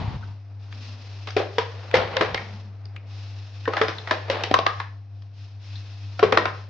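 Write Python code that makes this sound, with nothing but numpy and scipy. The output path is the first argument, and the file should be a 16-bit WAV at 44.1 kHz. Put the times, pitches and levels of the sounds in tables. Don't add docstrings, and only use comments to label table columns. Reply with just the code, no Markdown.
import sys
import numpy as np
from scipy import signal
from scipy.fft import rfft, irfft, next_fast_len
from scipy.io import wavfile
from scipy.ndimage import uniform_filter1d

SR = 44100
rng = np.random.default_rng(int(sys.argv[2]) if len(sys.argv) > 2 else 0)


def file_out(sig):
    cols = np.atleast_2d(sig).T
    lim = np.clip(cols, -1, 1)
    pcm = np.round(lim * 32767).astype(np.int16)
    wavfile.write(sys.argv[1], SR, pcm)


N = 295248
TIME = np.arange(N) / SR

# (time [s], strike level [dB], weight on the rack [dB re strike],
#   hardness [dB], looseness [dB], lower note [Hz], its level [dB re strike],
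#   upper note [Hz], its level [dB re strike])
PLATE_BLOWS = [(1.271, -33, -4, 5.5, -5, 790, -8, 990, -11.5),
               (1.365, -23, 4, 4.5, -5.5, 413, 10, 2534, -4),
               (1.399, -29, 7.5, -7.5, -6, 450, 10, 584, 6.5),
               (1.582, -17.5, -10, 3, -11.5, 467, 0.5, 974, 0),
               (1.9403, -18, -2.5, 1, -0.5, 486, 10.5, 1913, 2.5),
               (2.1661, -17, -15, 3.5, -29, 529, -3.5, 2070, -9),
               (2.209, -14, -3, -1.5, -10, 428, -0.5, 1042, -5),
               (2.344, -19, -10.5, 2.5, -18, 467, -10, 2050, -4.5),
               (3.676, -23.5, 2, -7.5, -9.5, 457, 3.5, 1040, 2.5),
               (3.734, -24.5, -3.5, -1.5, -11, 473, -4, 1270, 1.5),
               (3.766, -20.5, -8.5, -1.5, -6, 780, -4, 1640, -2),
               (3.813, -14.5, -4.5, -2, -8.5, 446.4, 0, 1290, -5.5),
               (3.881, -23.5, -4, 1, -7, 1246, -6, 5050, -9.5),
               (4.072, -30.5, -10, -1, -3, 890, -15, 1980, -1),
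               (4.109, -14.5, -3, 0.5, -12, 624, -4.5, 1700, -3.5),
               (4.298, -22, -3, 5, -8.5, 547, 1, 1870, -10.5),
               (4.435, -23.5, -5, 10, -14.5, 480, -11, 3040, -5),
               (4.511, -28.5, 5, 6.5, -17, 299, 5.5, 730, 0),
               (4.5396, -15.5, -2.5, 4.5, -14.5, 1038, 6.5, 1590, -5),
               (4.587, -21, 2.5, 4.5, -18, 666, -0.5, 1098, 2),
               (4.6634, -15, -9, 0.5, -17, 1176, 3.5, 1635, -8),
               (4.799, -22.5, -17, -4.5, -13.5, 1092, -8.5, 1667, -8.5),
               (6.192, -27.5, 0.5, 4.5, -10, 712, 1, 1353, 1),
               (6.227, -18.5, 3, -1.5, -5, 431, 6.5, 1110, 2),
               (6.3225, -12, 1, -2, -15, 448, -4.5, 2520, -12),
               (6.372, -10.5, -2.5, -0.5, -14.5, 608, -3.5, 1345, -3),
               (6.381, -19.5, -0.5, -1, -12, 988, 2.5, 1863, 2),
               (6.454, -14.5, -8.5, -6, -14.5, 1030, -4, 2620, -14.5)]
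# (low [Hz], high [Hz])
THUD_RANGE_HZ = (306.5, 729)


def from_db(db):
    return 10 ** (np.asarray(db) / 20)


def rms_one(x):
    return x / np.sqrt(np.mean(x ** 2) + 1e-20)


def level(rows, fade_s=0.099):
    s, db = np.transpose(rows)
    span = np.interp(TIME, [s[0] - fade_s, s[0], s[-1], s[-1] + fade_s], [0, 1, 1, 0])
    return span * from_db(np.interp(TIME, s, db))


def at_hz(points, hz):
    points = np.array(points)
    return np.interp(np.log(hz), np.log(points[:, 0]), points[:, 1])


def band(x, edges_hz, order=2):
    return signal.sosfilt(signal.butter(order, edges_hz, "band", fs=SR, output="sos"), x)


def low_or_high_pass(x, edge_hz, order, kind):
    return signal.sosfilt(signal.butter(order, edge_hz, kind, fs=SR, output="sos"), x)


def add(track, s, sound):
    start = max(round(s * SR), 0)
    track[:, start:start + sound.shape[-1]] += sound[:, :N - start]


def spread(mid, side, hz):
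    # (frequency [Hz], left-right likeness [0-1])
    likeness = [(100, 0.98), (250, 0.39), (450, 0.84), (1000, 0.63), (2500, 0.59), (5000, 0.41)]
    alike = np.clip(at_hz(likeness, hz), 0, 1)
    difference = np.array([[1], [-1]]) * np.sqrt((1 - alike) / 2) * side
    return difference + np.sqrt((1 + alike) / 2) * mid


def noise(colour):
    size = next_fast_len(N)
    hz = np.maximum(np.fft.rfftfreq(size, 1 / SR), 1)
    skirts = np.minimum(1, np.minimum(hz / colour[0][0], colour[-1][0] / hz)) ** 4
    mid, side = rfft(rng.standard_normal((2, size))) * from_db(at_hz(colour, hz)) * skirts
    return rms_one(irfft(spread(mid, side, hz), size)[:, :N])


def flutter(size, per_s, depth_db):
    position = np.arange(size) / SR * per_s
    count = int(position[-1]) + 2
    wander = np.interp(position, np.arange(count), rng.standard_normal(count))
    return rms_one(from_db(depth_db * wander))


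def burst(envelope, edges_hz, over_s):
    mid, side = band(rng.standard_normal((2, len(envelope))) * envelope, edges_hz, order=3)
    centre_hz = np.sqrt(edges_hz[0] * edges_hz[1])
    return spread(rms_one(mid), rms_one(side), centre_hz) * np.sqrt(over_s * SR / len(envelope))


def ring(t, hz, t60_s, rise_s):
    phase = 2 * np.pi * (hz * t + rng.random())
    tone = spread(np.sin(phase), np.cos(phase) * rng.choice([-1, 1]), hz)
    return np.sqrt(2) * tone * from_db(-60 * t / t60_s) * (1 - np.exp(-t / rise_s))


def contact(t, rise_s):
    return t ** 2 * np.exp(-t / rise_s)


def shudder(hz, length_s, ear_lag_s=0.00023):
    t = np.arange(int(length_s * SR)) / SR
    heard_t = t - np.array([[ear_lag_s], [0]])
    return np.sin(np.pi * t / length_s) * np.sin(2 * np.pi * (hz * heard_t + rng.random()))


def hum(level_db=-34.5, waver_db=1.9, mains_hz=49.95):
    # (multiple of the mains frequency, level [dB re level_db])
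    partials = [(2, -1.5), (4, -30.5), (6, -31.5), (14, -34.5), (16, -39)]
    tones = 0
    for k, db in partials:
        tones = tones + from_db(db) * np.sin(2 * np.pi * (round(k) * mains_hz * TIME + rng.random()))
    return from_db(level_db) * np.sqrt(2) * tones * flutter(N, per_s=14, depth_db=waver_db)


def room_air(air_db=-0.5, rumble_db=-59.0):
    # (time [s], level [dB re air_db])
    air_level = [(0, -61), (1.0, -52.5), (3.5, -55), (5.1, -61), (6.69, -53.5)]
    # (frequency [Hz], relative density [dB per Hz])
    air_colour = [(140, -33.5), (230, -12), (301, -15.5), (637, -14), (718, -14.5), (1090, -18.5),
                  (2500, -26), (3250, -39.5), (5500, -120)]
    # (frequency [Hz], relative density [dB per Hz])
    rumble_colour = [(20, -19.5), (60, 5.5), (130, 9), (250, -15)]
    air = from_db(air_db) * level(air_level) * noise(air_colour)
    return air + from_db(rumble_db) * noise(rumble_colour)


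def swells(width_hz=30):
    # (time [s], centre [Hz], level [dB], half length [s])
    drones = [(0.893, 238, -54, 0.15), (2.556, 201, -46.5, 0.13)]
    out = 0
    for s, hz, db, half_s in drones:
        drone = rms_one(band(rng.standard_normal(N), (hz - width_hz / 2, hz + width_hz / 2)))
        out = out + from_db(db) * drone * np.exp(-((TIME - s) / half_s) ** 2)
    return out


def sink_handling():
    # (time [s], level [dB])
    handling = [(0, -26), (.05, -30.5), (.16, -32.5), (.18, -41), (.3, -44.5)]
    # (frequency [Hz], relative density [dB per Hz])
    sink_colour = [(25, -25), (69, -2.5), (105, 1.5), (199, -8), (350, -22.5), (602, -22), (921, -15),
                   (1310, -26.5), (3300, -32), (4570, -35), (6990, -54), (9090, -85)]
    return level(handling) * noise(sink_colour)


def thumps(hz=105, length_s=0.017):
    # (time [s], peak level [dB])
    bumps = [(0.074, -22), (0.155, -20.5)]
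    out = np.zeros((2, N))
    for s, db in bumps:
        add(out, s, from_db(db) * shudder(hz, length_s))
    return out


def sleeve(rustle_db=-6.5, still_db=-58, attack_s=0.063, release_s=0.11,
           swish_db=3, swish_at_s=0.18, swish_width_s=0.067):
    # (start [s], length [s], level [dB re rustle_db])
    reaches = [(0, 0.31, -56.5), (0.57, 0.055, -51), (0.677, 1.9, -45), (3.048, 1.7, -45),
               (5.317, 0.099, -46.5), (5.58, 0.99, -46)]
    # (frequency [Hz], relative density [dB per Hz])
    rustle_colour = [(900, -10), (2300, -8.5), (2600, -1.5), (2900, -6.5), (4000, -5), (4750, -6.5),
                     (5300, -4.5), (5750, -11), (6300, -15.5), (9000, -49.5)]
    moving = from_db(still_db)
    for s, length_s, db in reaches:
        rise = np.clip((TIME - s) / attack_s, 0, 1)
        boost_db = swish_db * np.exp(-((TIME - s - swish_at_s) / swish_width_s) ** 2)
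        fall = np.exp(-np.maximum(TIME - s - length_s, 0) / release_s)
        moving = np.hypot(moving, from_db(db + boost_db) * rise * fall)
    rustle = from_db(rustle_db) * moving * noise(rustle_colour)
    return rustle * flutter(N, per_s=82, depth_db=1.5) * flutter(N, per_s=10, depth_db=1)


def kitchen(x, wet_db=-10.5, build_up_s=0.0047):
    # (frequency [Hz], t60 [s])
    kitchen_t60 = [(100, 0.14), (500, 0.49), (1500, 0.35), (3000, 0.54), (7000, 0.094)]
    t, response = np.arange(SR) / SR, 0
    edges_hz = 45 * 2. ** np.arange(9)
    for low, high in zip(edges_hz, edges_hz[1:]):
        hz = np.sqrt(low * high)
        mid, side = band(rng.standard_normal((2, SR)), (low, high))
        response = response + spread(mid, side, hz) * from_db(-60 * t / at_hz(kitchen_t60, hz))
    response = response * (1 - np.exp(-t / build_up_s)) / np.sqrt(SR * 0.02)
    return from_db(wet_db) * signal.fftconvolve(x, response, axes=1)[:, :N]


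def dull(x, top_hz=7600, order=5):
    return low_or_high_pass(x, top_hz, order, "low")


def sways(range_hz=(55, 175), t60_s=0.79):
    # (time [s], level [dB])
    wobbles = [(1.95, -35.5), (2.208, -37), (3.821, -45), (4.511, -40.5), (6.24, -37.5)]
    out, t = np.zeros((2, N)), np.arange(SR) / SR
    for s, db in wobbles:
        add(out, s, from_db(db) * burst(from_db(-60 * t / t60_s), range_hz, over_s=0.1))
    return out


def scrapes(gain_db=2.5, grain_db=2.3):
    # (time [s], level [dB re gain_db])
    strokes = [
        [(1.45, -54), (1.9, -48)],
        [(2.01, -28), (2.11, -38), (2.214, -31), (2.6, -55)],
        [(3.76, -39), (3.832, -52.5), (4.26, -48), (4.34, -30), (4.5, -41.5)],
    ]
    # (frequency [Hz], relative density [dB per Hz])
    scrape_colour = [(200, -10.5), (480, 3.5), (800, 2), (1200, -2.5), (2800, -9), (4500, -16), (6500, -40)]
    pressure = sum(level(stroke) for stroke in strokes)
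    catching = flutter(N, per_s=260, depth_db=grain_db)
    return from_db(gain_db) * pressure * noise(scrape_colour) * catching


def touches(tick_hz=(900, 3500), contact_s=0.0012, spread_share=0.11):
    # (time [s], tick level [dB], note [Hz], note level [dB re tick], note t60 [s])
    brushes = [(0.223, -56, 1395, 19.5, 0.086), (0.724, -39, 2510, -6, .07), (1.304, -37, 5200, 0.5, 0.033),
               (1.911, -33, 430, -12, .07), (2.374, -30, 2080, 5.5, 0.12), (2.854, -51, 4900, 10, .01),
               (2.961, -37.5, 2450, -1, 0.079), (3.653, -35, 1670, 9, 0.073),
               (3.982, -38, 3780, 9.5, 0.032), (5.22, -50.5, 4960, -3, .03),
               (5.754, -50.5, 3900, 14, 0.095)]
    out, t = np.zeros((2, N)), np.arange(SR // 4) / SR
    for s, db, hz, note_db, t60_s in brushes:
        held = from_db(-60 * t / t60_s) * (1 - np.exp(-t / contact_s))
        tick = burst(contact(t, contact_s), tick_hz, over_s=0.0039)
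        ping = burst(held, (hz * (1 - spread_share), hz * (1 + spread_share)), over_s=0.0026)
        add(out, s, from_db(db) * (tick + from_db(note_db) * ping))
    return out


def overtones(level_db=-29, t60_s=0.1, count=16):
    # (low [Hz], high [Hz])
    overtone_range_hz = (1891, 4980)
    out, t = np.zeros((2, N)), np.arange(SR // 5) / SR
    pitches = np.geomspace(*overtone_range_hz, count) * rng.uniform(.97, 1.03, count)
    for s, strike_db, _, hard_db, *_ in PLATE_BLOWS:
        chime = 0
        for hz in pitches:
            chime = chime + rng.rayleigh() * pitches[0] / hz * ring(t, hz, t60_s, rise_s=0.002)
        add(out, s, from_db(strike_db + hard_db + level_db) * chime)
    return out


def shudders():
    # (time [s], peak level [dB], pitch [Hz], length [s])
    presses = [(3.679, -16.5, 474, 0.012), (4.5132, -8.5, 490, 0.0027), (4.5405, -2, 1099, .0035),
               (4.563, -14.5, 1040, 0.011), (4.6632, -6, 1162, .0085), (6.228, -7.5, 426, .016),
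               (6.3738, -3.5, 1297, 0.0039)]
    out = np.zeros((2, N))
    for s, db, hz, length_s in presses:
        add(out, s, from_db(db) * shudder(hz, length_s))
    return out


def note(t, hz, freedom, gripped_t60_s=0.09, free_t60_s=0.19, free_db=-9.0, split=0.041,
         damping=0.46, buzz_db=1.5, rocking_pitch_db=0.28):
    shorter = (hz / THUD_RANGE_HZ[0]) ** -damping
    twin_hz = hz * (1 + split * rng.uniform(-.6, 1.3))
    wavering_t = np.cumsum(flutter(len(t), per_s=140, depth_db=rocking_pitch_db)) / SR
    twin = ring(wavering_t, twin_hz, free_t60_s * freedom, rise_s=0.0021)
    twin = twin * flutter(len(t), per_s=240, depth_db=buzz_db)
    gripped = ring(t, hz, gripped_t60_s * shorter * freedom, rise_s=0.00087)
    return gripped + from_db(free_db) * twin


def crack(size, range_hz=(1800, 4000), at_s=0.0032):
    pulse = band(1.0 * (np.arange(size) == round(at_s * SR)), range_hz, order=3)
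    return rms_one(pulse) * np.sqrt(SR / 1000 / size)


def blows(contact_s=0.0013, rattle_t60_s=0.22, note_db=1.0, stack_db=-3.0, clink_db=-7.5, snap_db=-13.5,
          crack_db=-8, rattle_grain_db=2.4, weight_damping=0.24, easy_weight_db=-9,
          contact_briefer=0.15, rattle_db_per_octave=0.2):
    # (frequency [Hz], level [dB re blow and stack_db], t60 [s])
    stack_modes = [(204.5, -25.5, 0.23), (484.8, -15.5, 0.3), (778, -17, 0.33), (1013, -16.5, 0.22),
                   (1282, -19, 0.26), (1675, -21.5, 0.15), (1866, -24.5, 0.13), (2490, -25, 0.3),
                   (2800, -21.5, 0.24), (3700, -20.5, 0.1), (4430, -28, 0.22), (4980, -25.5, 0.27)]
    # (low [Hz], high [Hz])
    knock_hz = (693, 2092)
    clink_hz = (1980, 3884)
    snap_hz = (3580, 5620)
    out, t = np.zeros((2, N)), np.arange(SR // 2) / SR
    ranges = [THUD_RANGE_HZ, knock_hz, clink_hz, snap_hz]
    centres_hz = np.sqrt(np.prod(ranges, axis=1))
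    dying = from_db(-60 * t / rattle_t60_s) * (1 - np.exp(-t / 0.0049))
    for s, strike_db, weight_db, hard_db, loose_db, lower_hz, lower_db, upper_hz, upper_db in PLATE_BLOWS:
        strengths_db = [weight_db, 0, hard_db + clink_db, hard_db + snap_db]
        rattle = dying * flutter(len(t), per_s=380, depth_db=rattle_grain_db)
        grit = flutter(len(t), per_s=1400, depth_db=2.0)
        freedom = from_db(-weight_damping * max(weight_db - easy_weight_db, 0))
        lower = from_db(lower_db) * note(t, lower_hz, freedom)
        upper = from_db(upper_db) * note(t, upper_hz, freedom)
        sound = from_db(note_db) * (lower + upper) + from_db(hard_db + crack_db) * crack(len(t))
        for edges_hz, height, db in zip(ranges, centres_hz / centres_hz[1], strengths_db):
            force = contact(t, contact_s * height ** -contact_briefer)
            hit = burst(grit * force, edges_hz, over_s=0.0029)
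            chatter_db = loose_db + rattle_db_per_octave * np.log2(height)
            chatter = from_db(chatter_db) * burst(rattle, edges_hz, over_s=0.018)
            sound += from_db(db) * (hit + chatter)
        drive = list(zip(centres_hz, strengths_db))
        for hz, db, t60_s in stack_modes:
            shift, chance_db = rng.normal([1, 0], [.02, 2.5])
            mode_db = at_hz(drive, hz) + db + stack_db + chance_db
            sound += from_db(mode_db) * ring(t, hz * shift, t60_s, rise_s=0.00054)
        add(out, s, from_db(strike_db) * sound)
    return out


def scene(left_db=1.0):
    plates = blows() + shudders() + overtones() + touches()
    rack = dull(plates + kitchen(plates) + scrapes()) + sways()
    surroundings = sleeve() + room_air() + sink_handling() + thumps() + swells() + hum()
    return (rack + surroundings) * from_db([[left_db], [-left_db]])


def suppress(x, above_hz=300, threshold_db=-48.5, slope=0.35, window_s=0.032):
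    heard = low_or_high_pass(x.mean(axis=0), above_hz, 4, "high")
    power = np.abs(uniform_filter1d(heard ** 2, int(window_s * SR)))
    heard_db = 10 * np.log10(power + 1e-12)
    return x * from_db(slope * np.minimum(heard_db - threshold_db, 0))


def limit(x, threshold_db=-0.5, slope=0.7, release_db_per_s=90, attack_s=0.0048):
    over_db = np.maximum(20 * np.log10(np.abs(x).max(axis=0) + 1e-9) - threshold_db, 0)
    release_db = release_db_per_s * TIME
    held_db = np.maximum.accumulate(over_db + release_db) - release_db
    keep = np.exp(-1 / (attack_s * SR))
    return x * from_db(-slope * signal.lfilter([1 - keep], [1, -keep], held_db))


def record(dry, cutoff_hz=15800):
    overloaded = np.clip(limit(suppress(dry)), -.97, .97)
    return signal.sosfilt(signal.cheby2(12, 70, cutoff_hz, fs=SR, output="sos"), overloaded)


dry = scene()
out = record(dry)
file_out(out)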